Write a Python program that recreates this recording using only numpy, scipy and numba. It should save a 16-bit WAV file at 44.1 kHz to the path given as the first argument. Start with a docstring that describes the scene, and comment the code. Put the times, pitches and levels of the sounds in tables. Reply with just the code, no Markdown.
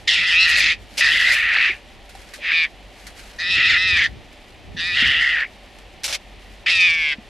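"""A cornered mongoose screams at two lions on open grassland; hush, wind bumps and grass rustle run throughout.
From 0.07 s six harsh, quavering calls: folds squeal near 600 Hz, chopped by a flutter that locks into a buzz
or breaks into chaos. Noise-burst spits come in the first 1.4 s and again just after 6 s.
Decaying sine footfalls thud from 1.7 s; noise-burst stems snap from 2.1 s.
The mongoose's sound gains treble width and faint bush echoes, both by convolution with short noise."""
import sys
import numpy as np
from scipy import signal
from scipy.fft import rfft, irfft, next_fast_len
from scipy.io import wavfile
from scipy.ndimage import uniform_filter1d
from numba import njit

SR = 44100
rng = np.random.default_rng(int(sys.argv[2]) if len(sys.argv) > 2 else 0)


def output_pcm(signal):
    """Save a mono or channel-first signal as 16-bit PCM at the path in sys.argv[1].

    Samples are clipped to [-1, 1] before scaling.
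    """
    pcm = np.clip(np.atleast_2d(signal).T, -1, 1) * 32767
    wavfile.write(sys.argv[1], SR, np.round(pcm).astype(np.int16))


N = 321478
T = np.arange(N) / SR
SIZE = next_fast_len(N, real=True)
BINS_HZ = np.maximum(np.arange(SIZE // 2 + 1) * SR / SIZE, 1)

# open-air hush spectrum: f/Hz, level/dB
HUSH_COLOUR = [(15, -42.5), (25, -1), (55, -6.5), (101, -8.5), (135, -23), (190, -10), (490, -13),
               (746, -13.5), (1600, -25), (1780, -16), (3170, -17.5), (3720, -21.5), (4470, -25.5),
               (12500, -55), (13500, -48.5)]
# distant drones: f/Hz, width/Hz, level/dB
DRONES = [(48, 4.2, -49.5), (589.4, 37, -60), (754, 130, -58.5)]
# gusts on the microphone, before eddies: middle t/s, half length/s, level/dB
GUSTS = [(.17, 0.13, -43), (.59, 0.18, -43), (1.15, .2, -45), (3.62, 0.11, -36), (3.98, 0.16, -36),
         (4.78, 0.11, -38), (5.04, 0.12, -37), (6.1, 0.077, -51), (6.85, 0.13, -44)]
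# wind buffeting spectrum: f/Hz, level/dB
BUFFET_COLOUR = [(32, -39), (55, 3.5), (86, 1), (140, -6), (221, -10), (431, -13.5), (450, -60),
                 (580, -101), (990, -120)]
# bodies brushing through grass: middle t/s, half length/s, level/dB
BRUSHES = [(.5, 0.016, -26), (.585, .02, -29), (1.2, 0.15, -35), (2.25, 0.095, -51), (3.2, 0.17, -47.5),
           (5.05, .12, -53)]
# grass spectrum: f/Hz, level/dB
GRASS_COLOUR = [(1470, -2.5), (2500, -3), (3070, -8), (4240, -5), (5430, -8.5), (12500, -17.5),
                (13500, -33)]
# soft footfalls: t/s, nominal peak/dB, f/Hz
STEPS = [(1.698, -29, 370), (2.152, -29.5, 785), (2.389, -33, 586.5), (4.748, -27, 185),
         (5.025, -21.5, 239.2), (7.185, -26, 223.7)]
# grass stems snapping: t/s, nominal level/dB, decay/s
STEMS = [(2.093, -42, 0.018), (2.151, -46, 0.012), (2.2894, -46, 0.008), (2.337, -34, 0.024),
         (2.3594, -51, 0.0069), (3.0683, -33, 0.0094), (3.1944, -44, 0.02), (4.328, -47, 0.0049),
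         (5.7867, -44, 0.0052)]
# calls: start t/s, end t/s, attack/s, release/s, fold f/Hz (usual flutter, before strain),
# roughness/0-1, hiss level/dB (re open-mouth ring, before locking)
CALLS = [(0.073, .722, 0.0087, 0.013, 613, 0.82, -7), (1.005, 1.705, 0.0039, 0.024, 597.7, 0.94, -7),
         (2.382, 2.651, .055, .009, 608, .7, -12), (3.383, 4.063, 0.013, 0.0081, 593.3, 0.81, -12.5),
         (4.764, 5.446, .006, 0.012, 589, .92, -9), (6.66, 7.133, 0.0045, 0.0085, 583, 0.8, -6.5)]
# flutter locked into a buzz: start t/s, end t/s, settling/s, roughness left/0-1
LOCKS = [(.19, 0.291, 0.0201, .5), (.325, .47, 0.027, 0.2), (2.518, 2.665, 0.025, 0.12),
         (3.386, 3.57, 0.049, 0.22), (3.623, 3.70, 0.011, .35), (3.773, 3.975, 0.0148, .18),
         (4.762, 4.965, 0.082, 0.06), (6.679, 7.174, .09, .06)]
# larynx flutter per call, before quaver and jitter: t/s, f/Hz
FLUTTER = [
    [(.08, 185), (.35, 172), (.41, 190), (.45, 191), (.47, 171), (.73, 165)],
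    [(1.0, 180), (1.33, 178), (1.4, 169), (1.75, 160)],
    [(2.42, 160), (2.53, 166), (2.59, 162.4), (2.625, 160), (2.67, 150)],
    [(3.39, 170), (3.45, 180), (3.52, 186), (3.79, 184), (3.88, 187), (3.94, 173), (3.99, 165)],
    [(4.77, 153), (4.82, 167), (4.86, 177), (4.89, 179), (4.93, 173), (5.0, 187), (5.3, 175), (5.47, 160)],
    [(6.66, 170), (6.70, 190), (6.745, 191), (6.80, 181), (6.87, 175.5), (6.885, 167), (6.96, 161.5),
     (7.09, 150), (7.15, 141)],
]
# effort and mouth shape per call, before overall gains:
# t/s, level/dB, throat level/dB, open-mouth ring level/dB (both re the level)
EFFORT = [
    [(0.08, -13, -0.5, -2), (0.094, -15.5, -2.5, -1), (0.21, -18.5, -2.5, -8), (0.272, -19, 0.5, -5.5),
     (0.388, -13, -4.5, -10), (0.43, -13, -2.5, -3.5), (0.466, -16, -0.5, -10), (0.646, -16, -3.5, -5.5),
     (0.72, -16.5, -4.5, -8)],
    [(1.01, -14, -1, -8.5), (1.172, -17, 0, -9.5), (1.32, -14.5, 0.5, -10.5), (1.358, -18.5, -3.5, -12.5),
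     (1.466, -18.5, -0.5, -20), (1.642, -15.5, -4.5, -14), (1.7, -19, -5, -19.5)],
    [(2.41, -36, -4, -4), (2.454, -24, -4, -10.5), (2.52, -17.5, -4, -12), (2.584, -16.5, -4.5, -8),
     (2.65, -18.5, -5, -13)],
    [(3.395, -25, 0.5, -4), (3.493, -21.5, -0.5, -4), (3.511, -18.5, -4, -2.5), (3.611, -15.5, -0.5, -12),
     (3.667, -15, -1, -5.5), (3.775, -15, 0, -12.5), (3.785, -19, 1, -5.5), (4.023, -15.5, -4.5, -7.5),
     (4.06, -18, 4, -4.5)],
    [(4.772, -29.5, 1, -4.5), (4.798, -24, -1, -1.5), (4.93, -22.5, -1, -6.5), (5.004, -15, -0.5, -11),
     (5.192, -18, -1, -12), (5.226, -16.5, 1.5, -10.5), (5.43, -21, -0.5, -17), (5.44, -25, -5, -19)],
    [(6.672, -16.5, -23.5, -8), (6.692, -16, -4.5, -6), (6.784, -17.5, -3, -7.5), (6.794, -14.5, -12, -13),
     (6.844, -12.5, -12, -10.5), (6.97, -20.5, -19, -15), (7.058, -19.5, -31, -12), (7.13, -22, 0.5, -8.5)],
]
# mouth shape per call: t/s, mouth f/Hz, open-mouth ring f/Hz (before RING_LIFT_HZ)
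MOUTH = [
    [(0.08, 3000, 3490), (0.222, 2390, 3470), (0.308, 2780, 3260), (0.348, 2430, 3200), (0.414, 2640, 4100),
     (0.72, 2470, 3550)],
    [(1.01, 2560, 3650), (1.068, 2400, 3700), (1.132, 2900, 3540), (1.348, 2515, 3740), (1.7, 2540, 3740)],
    [(2.44, 2420, 3300), (2.614, 2407, 3774), (2.65, 2250, 3390)],
    [(3.4, 2290, 3900), (3.494, 2580, 3625), (3.914, 2460, 3614), (3.994, 2350, 3270), (4.06, 2370, 3370)],
    [(4.79, 2650, 3600), (4.896, 2260, 3780), (4.988, 2930, 3586), (5.266, 2752, 3190), (5.44, 2378, 3410)],
    [(6.67, 2435, 3270), (6.708, 2582, 3600), (6.97, 2340, 3310), (7.1, 2390, 3310)],
]
# fold harmonics: multiple, locked level/dB, chaotic level/dB
FOLDS = [(2, 4.5, 16), (3, 4.5, 21), (4, 4.5, -3.5), (5, -2.5, -1.5), (6, 1, -8.5), (7, -2.5, -12.5),
         (8, -3, -28.5), (10, 12.5, 13)]
# fixed throat resonances: f/Hz, width of each pass/Hz, level/dB
THROAT = [(1380, 300, -25), (1980, 480, 0)]
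# breath hiss spectrum: f/Hz, level/dB
AIR_COLOUR = [(1000, 0), (2500, -50), (4500, 16), (6500, 0), (9000, -5.5), (13000, -26.5)]
# spits: t/s, hold/s, level/dB, low rasp level/dB (re level), treble gain/dB
SPITS = [(0.075, 0.0068, -19.5, -36, -20), (0.573, 0.027, -34.5, -3, 9), (0.972, 0.0037, -29.5, -18, -1),
         (.978, 0.026, -20.5, -17.5, -2), (1.318, 0.031, -32, -10, 6.5), (6.034, 0.0044, -27.5, -22, 1),
         (6.041, 0.025, -25, -15, 4), (6.078, 0.041, -28, -8, -1), (6.126, .03, -22, -16.5, -5.5)]
# spit hiss spectrum: f/Hz, level/dB
SPIT_COLOUR = [(880, -56), (1500, -16), (2030, -11.5), (2210, -6), (2800, -7.5), (5900, -9.5),
               (7030, -14.5), (11400, -21.5), (13500, -30)]
# spit rasp spectrum: f/Hz, level/dB
RASP_COLOUR = [(210, -55), (350, -20), (590, 9), (663, 1), (1340, 0.5), (1800, 1), (3000, -21), (3900, -29),
               (6600, -120)]

HUSH_DB, BREEZE_DB, RUSTLE_DB = -46, -55, -57  # breeze: before eddies
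USUAL_FLUTTER_HZ, PITCH_EXPONENT = 172, 0.72  # fold pitch rises with this power of flutter rate
STRAIN_RATIO = 0.05  # pitch rise at full roughness
BREAK_S = 0.03015  # time for a lock to fall apart
LOCKED_BEND_RATIO = 0.58  # pitch bend kept at zero roughness
VOICE_DB, RING_DB = 0.5, -2  # overall gains
SPILL_DB = -5  # mouth's own power in the throat's range
LOCKED_THROAT_DB = -1  # at roughness 0.5; weaker drive the more locked
LOCKED_HISS_DB = -1.5  # at roughness 0: less air leaks
HISS_SPREAD_DB = 3
RING_LIFT_HZ, RING_WIDTH_HZ, RING_SMEAR_HZ = 103, 870, 600  # smear: width added at full roughness
EDGE_MULTIPLE, EDGE_DB = 8.19, -9  # thin upper resonance: multiple of fold pitch, level re ring
EDGE_FADE_DB = -10.5  # upper resonance drowned, at full chaos
CHEST_DB = -32.5  # low rasp around fold pitch, before the chaos factor
SPIT_ATTACK_S, SPIT_RELEASE_S, SPUTTER_SPREAD_DB, SPIT_TREBLE_HZ = 0.0005, 0.0065, 0.5, 5800
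TOP_HZ = 13300


def undb(db):
    """Decibels to gain."""
    return 10 ** (np.asarray(db) / 20)


def unit(x):
    """Scale to rms 1."""
    return x / np.sqrt(np.mean(x ** 2))


def curves(table):
    """Table columns joined by straight lines in time."""
    t_s, *columns = np.transpose(table)
    return [np.interp(T, t_s, column) for column in columns]


def joined(tables):
    """Curves of all calls, one after another."""
    return curves([row for table in tables for row in table])


def steady(x, window_s):
    """Hold short-term rms near 1, keeping faster throbs."""
    size = max(int(window_s * SR / 2), 2)
    power = uniform_filter1d(uniform_filter1d(x ** 2, size), size)
    return x / np.sqrt(np.abs(power) + 1e-12)


def walk(rate_hz):
    """Random levels held one period and slewed; rms 1 or close to it."""
    size = max(int(SR / rate_hz), 1)
    held = np.repeat(rng.standard_normal(N // size + 1), size)
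    return unit(uniform_filter1d(held, size)[:N])


def noise(colour):
    """Noise shaped by (f/Hz, level/dB) points, falling steeply outside them."""
    hz, db = np.transpose(colour)
    outside = np.minimum(BINS_HZ / hz[0], 1) * np.minimum(hz[-1] / BINS_HZ, 1)
    gain = undb(np.interp(np.log(BINS_HZ), np.log(hz), db)) * outside ** 4
    return unit(irfft(rfft(rng.standard_normal(SIZE)) * gain, SIZE)[:N])


def wide(colour, side_db):
    """Stereo noise: a centre part and a weaker, opposite-phase side part."""
    side = noise(colour) * np.array([[1], [-1]])
    return unit(noise(colour) + undb(side_db) * side)


def resonate(x, modes):
    """Steep resonances: band-passes applied twice, successive modes in opposite phase."""
    response = 0
    for k, (hz, width_hz, db) in enumerate(modes):
        detuning = (BINS_HZ ** 2 - hz ** 2) / (BINS_HZ * width_hz)
        response = response + (-1) ** k * undb(db) / (1 + 1j * detuning) ** 2
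    return irfft(rfft(x, SIZE) * response, SIZE)[:N]


@njit
def bandpass(x, hz, width_hz):
    """State-variable band-pass with moving centre."""
    y, band, low = np.empty(len(x)), 0., 0.
    for i in range(len(x)):
        g = np.tan(np.pi * hz[i] / SR)
        k = width_hz[i] / hz[i]
        v = (band + g * (x[i] - low)) / (1 + g * (g + k))
        band, low, y[i] = 2 * v - band, low + 2 * g * v, k * v
    return y


def formant(x, hz, width_hz):
    """Steep resonance, two passes; centre and width may move."""
    width_hz = width_hz * np.ones(N)
    return bandpass(bandpass(x, hz, width_hz), hz, width_hz)


def burst(start_s, decay_s, attack_s):
    """Quick rise, exponential fall."""
    age_s = np.maximum(T - start_s + attack_s, 0)
    return np.minimum(age_s / attack_s, 1) * np.exp(-age_s / decay_s)


def gate(start_s, end_s, attack_s, release_s):
    """Straight rise, hold, exponential fall."""
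    rise = np.clip((T - start_s) / attack_s, 0, 1)
    return rise * np.exp(-np.clip((T - end_s) / release_s, 0, 30))


def swells(table, rest_db):
    """Bell-shaped power swells over a resting level."""
    power = undb(2 * rest_db)
    for middle_s, half_s, db in table:
        power = power + undb(2 * db) * np.exp(-np.minimum(((T - middle_s) / half_s) ** 2, 20))
    return np.sqrt(power)


def plain():
    """Open-air hush, narrow-band far drones and low-pitched wind noise on the microphone."""
    hush = undb(HUSH_DB + 0.23 * walk(6)) * wide(HUSH_COLOUR, side_db=-14)
    drones = sum(undb(db) * unit(resonate(rng.standard_normal(N), [(hz, width_hz, 0)]))
                 for hz, width_hz, db in DRONES)
    eddies = undb(2.5 * walk(25))
    wind = swells(GUSTS, BREEZE_DB) * eddies * wide(BUFFET_COLOUR, side_db=-0.77)
    return hush + drones + wind


def grass():
    """Blades rustle in tiny noise grains, stems snap as noise bursts, paws thud as decaying sines."""
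    grains = unit(undb(1.6 * walk(450) + 2 * walk(25)))
    rustle = swells(BRUSHES, RUSTLE_DB) * grains
    snaps = sum(undb(db) * burst(t_s, decay_s, attack_s=0.00094) for t_s, db, decay_s in STEMS)
    thuds = sum(undb(db) * burst(t_s, decay_s=0.008, attack_s=0.0018) * np.sin(2 * np.pi * hz * (T - t_s))
                for t_s, db, hz in STEPS)
    return (rustle + snaps) * wide(GRASS_COLOUR, side_db=-7.5) + thuds


def controls():
    """Fold pitch follows flutter and strain; each call is rough except where it locks."""
    flutter_hz, = joined(FLUTTER)
    pitch_hz, rough, hiss_db = joined([[(start_s, *voice), (end_s, *voice)]
                                       for start_s, end_s, _, _, *voice in CALLS])
    for start_s, end_s, settling_s, left in LOCKS:
        locked = np.clip(np.minimum((T - start_s) / settling_s, (end_s - T) / BREAK_S), 0, 1)
        rough = rough + locked * (left - rough)
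    follow = (flutter_hz / USUAL_FLUTTER_HZ) ** PITCH_EXPONENT
    return pitch_hz * follow * (1 + STRAIN_RATIO * rough), flutter_hz, rough, hiss_db


def larynx(pitch_hz, flutter_hz, rough, jitter=0.32, scatter=0.083, shimmer_db=1.5,
           arch=0.049, fall=0.12, wobble=0.045, fits_db=2):
    """Each flutter cycle lets out a few fold vibrations; returns source, opening and chaos (0-1)."""
    # squared: slight roughness barely unsettles the lock; chaos comes in fits
    chaos = np.clip(rough ** 2 * undb(fits_db * walk(45)), 0, 1)
    quaver = 1 + 0.04 * rough * walk(40)
    phase = np.cumsum(flutter_hz * quaver * np.exp(jitter * chaos * walk(170))) / SR
    cycle, part = phase.astype(int), phase % 1
    pitch_chance, level_chance = rng.standard_normal((N // 100, 2))[cycle].T
    # slack tissue flutters slowly: shuts further, pitch sags more within each cycle
    slack = np.clip((186 - flutter_hz) / 24, 0, 1) * (1 - chaos)
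    closure, sag = 0.35 + 0.35 * slack, fall + 0.07 * slack
    bend = -arch * np.cos(2 * np.pi * part) * (1 - slack / 2) - sag * (2 * part - 1)
    bend = bend * (LOCKED_BEND_RATIO + (1 - LOCKED_BEND_RATIO) * rough)
    # chaotic cycles each take their own pitch
    stray = chaos * (scatter * pitch_chance + wobble * walk(900))
    turns = np.cumsum(pitch_hz * quaver * (1 + bend + stray)) / SR
    # folds restart at every opening, so an even flutter gives clean lines
    turns = turns - np.interp(cycle, phase, turns)
    shimmer = undb(shimmer_db * np.sqrt(rough) * np.tanh(level_chance))
    opening = np.sin(np.pi * part) ** closure * shimmer
    # higher harmonics lag: a rounded wave, not a spiky one
    folds = unit(sum(undb(locked_db + (wild_db - locked_db) * chaos) * np.sin(2 * np.pi * k * turns - k ** 2 / 2)
                     for k, locked_db, wild_db in FOLDS))
    turbulence = (0.12 + 0.55 * np.sqrt(chaos)) * rng.standard_normal(N)
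    return opening * (folds + turbulence), opening, chaos


def squeal(pitch_hz, chaos, squeal_db=-4.5, waver=0.053):
    """In chaos the third harmonic catches the throat resonance in short, nearly pure throbs."""
    hz = 3 * pitch_hz * (1 + waver * walk(130))
    throbs = unit(np.clip(walk(140) + 0.5, 0, 1))
    return undb(squeal_db) * chaos * throbs * np.sin(2 * np.pi * np.cumsum(hz) / SR)


def screams():
    """The larynx rings throat and mouth; a wider gape adds ring and hiss."""
    pitch_hz, flutter_hz, rough, hiss_db = controls()
    level_db, throat_db, ring_db = joined(EFFORT)
    mouth_hz, ring_hz = joined(MOUTH)
    sounding = sum(gate(*timing) for *timing, _, _, _ in CALLS)

    throat_share = np.sqrt(np.maximum(undb(2 * throat_db) - undb(2 * SPILL_DB), 0.003))
    throat_share = throat_share * undb(LOCKED_THROAT_DB * (1.5 - rough))
    ring_share = undb(ring_db + RING_DB)
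    # the rest of the power, with a floor
    mouth_share = np.sqrt(np.maximum(1 - throat_share ** 2 - ring_share ** 2, 0.12))

    source, opening, chaos = larynx(pitch_hz, flutter_hz, rough)
    throat = steady(resonate(source, THROAT), 0.1) + squeal(pitch_hz, chaos)
    mouth = formant(source, mouth_hz, width_hz=680)
    ring = formant(source, ring_hz + RING_LIFT_HZ, width_hz=RING_WIDTH_HZ + RING_SMEAR_HZ * rough)
    ring = steady(ring, 0.16)
    edge = steady(formant(source, EDGE_MULTIPLE * pitch_hz, width_hz=620), 0.25)
    edge = undb(EDGE_DB + EDGE_FADE_DB * chaos) * edge
    chest = undb(CHEST_DB) * chaos * unit(formant(source, pitch_hz, width_hz=400))

    # neighbouring resonances of one tube swing in opposite phase
    voice = throat_share * steady(throat, 0.087) - mouth_share * steady(mouth, 0.031)
    voice = voice + ring_share * (ring - edge) + chest
    puffs = unit(opening * undb(HISS_SPREAD_DB * walk(60)))
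    air_level = ring_share * undb(hiss_db + LOCKED_HISS_DB * (1 - rough))
    air = air_level * puffs * wide(AIR_COLOUR, side_db=-28)
    return sounding * undb(level_db + VOICE_DB) * (steady(voice, 0.065) + air)


def spits():
    """Sputtering blasts of air: gated noise with a low rasp of varying strength."""
    hiss, rasp = wide(SPIT_COLOUR, side_db=-15.5), wide(RASP_COLOUR, side_db=-7.5)
    lowpass = signal.butter(2, SPIT_TREBLE_HZ, fs=SR, output="sos")
    body = signal.sosfiltfilt(lowpass, hiss)
    treble = hiss - body
    blasts = 0
    for t_s, hold_s, db, rasp_db, treble_db in SPITS:
        envelope = undb(db) * gate(t_s, t_s + hold_s, SPIT_ATTACK_S, SPIT_RELEASE_S)
        blasts = blasts + envelope * (body + undb(treble_db) * treble + undb(rasp_db) * rasp)
    return undb(SPUTTER_SPREAD_DB * walk(400)) * blasts


def treble_width(x, side_db=-8, edge_hz=4400, spread_s=0.0031):
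    """Stereo width above edge_hz: treble convolved with short noise, opposite phase left and right."""
    age_s = T[:SR // 10]
    response = rng.standard_normal(len(age_s)) * age_s * np.exp(-age_s / spread_s)
    response /= np.sqrt(np.sum(response ** 2))
    highpass = signal.butter(6, edge_hz, "high", fs=SR, output="sos")
    treble = signal.sosfilt(highpass, x.mean(axis=0))
    return undb(side_db) * signal.fftconvolve(treble, response)[:N] * np.array([[1], [-1]])


def bush(x, t60_s=0.22, echo_db=-29):
    """Shrubs return weak scattered echoes: convolution with decaying stereo noise."""
    age_s = T[:SR]
    response = rng.standard_normal((2, SR)) * undb(-60 * age_s / t60_s)
    response /= np.sqrt(np.sum(response ** 2, axis=1, keepdims=True))
    return undb(echo_db) * signal.fftconvolve(x, response, axes=1)[:, :N]


def scene():
    """Grassland, mongoose, its treble width and its echoes."""
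    surroundings = plain() + grass()
    mongoose = screams() + spits()
    return surroundings + mongoose + treble_width(mongoose) + bush(mongoose)


def record(dry):
    """The recorder cuts the top: steep elliptic low-pass."""
    lowpass = signal.ellip(10, 0.2, 80, TOP_HZ, fs=SR, output="sos")  # ripple/dB, stop-band/dB
    return signal.sosfilt(lowpass, dry)


dry = scene()
out = record(dry)
output_pcm(out)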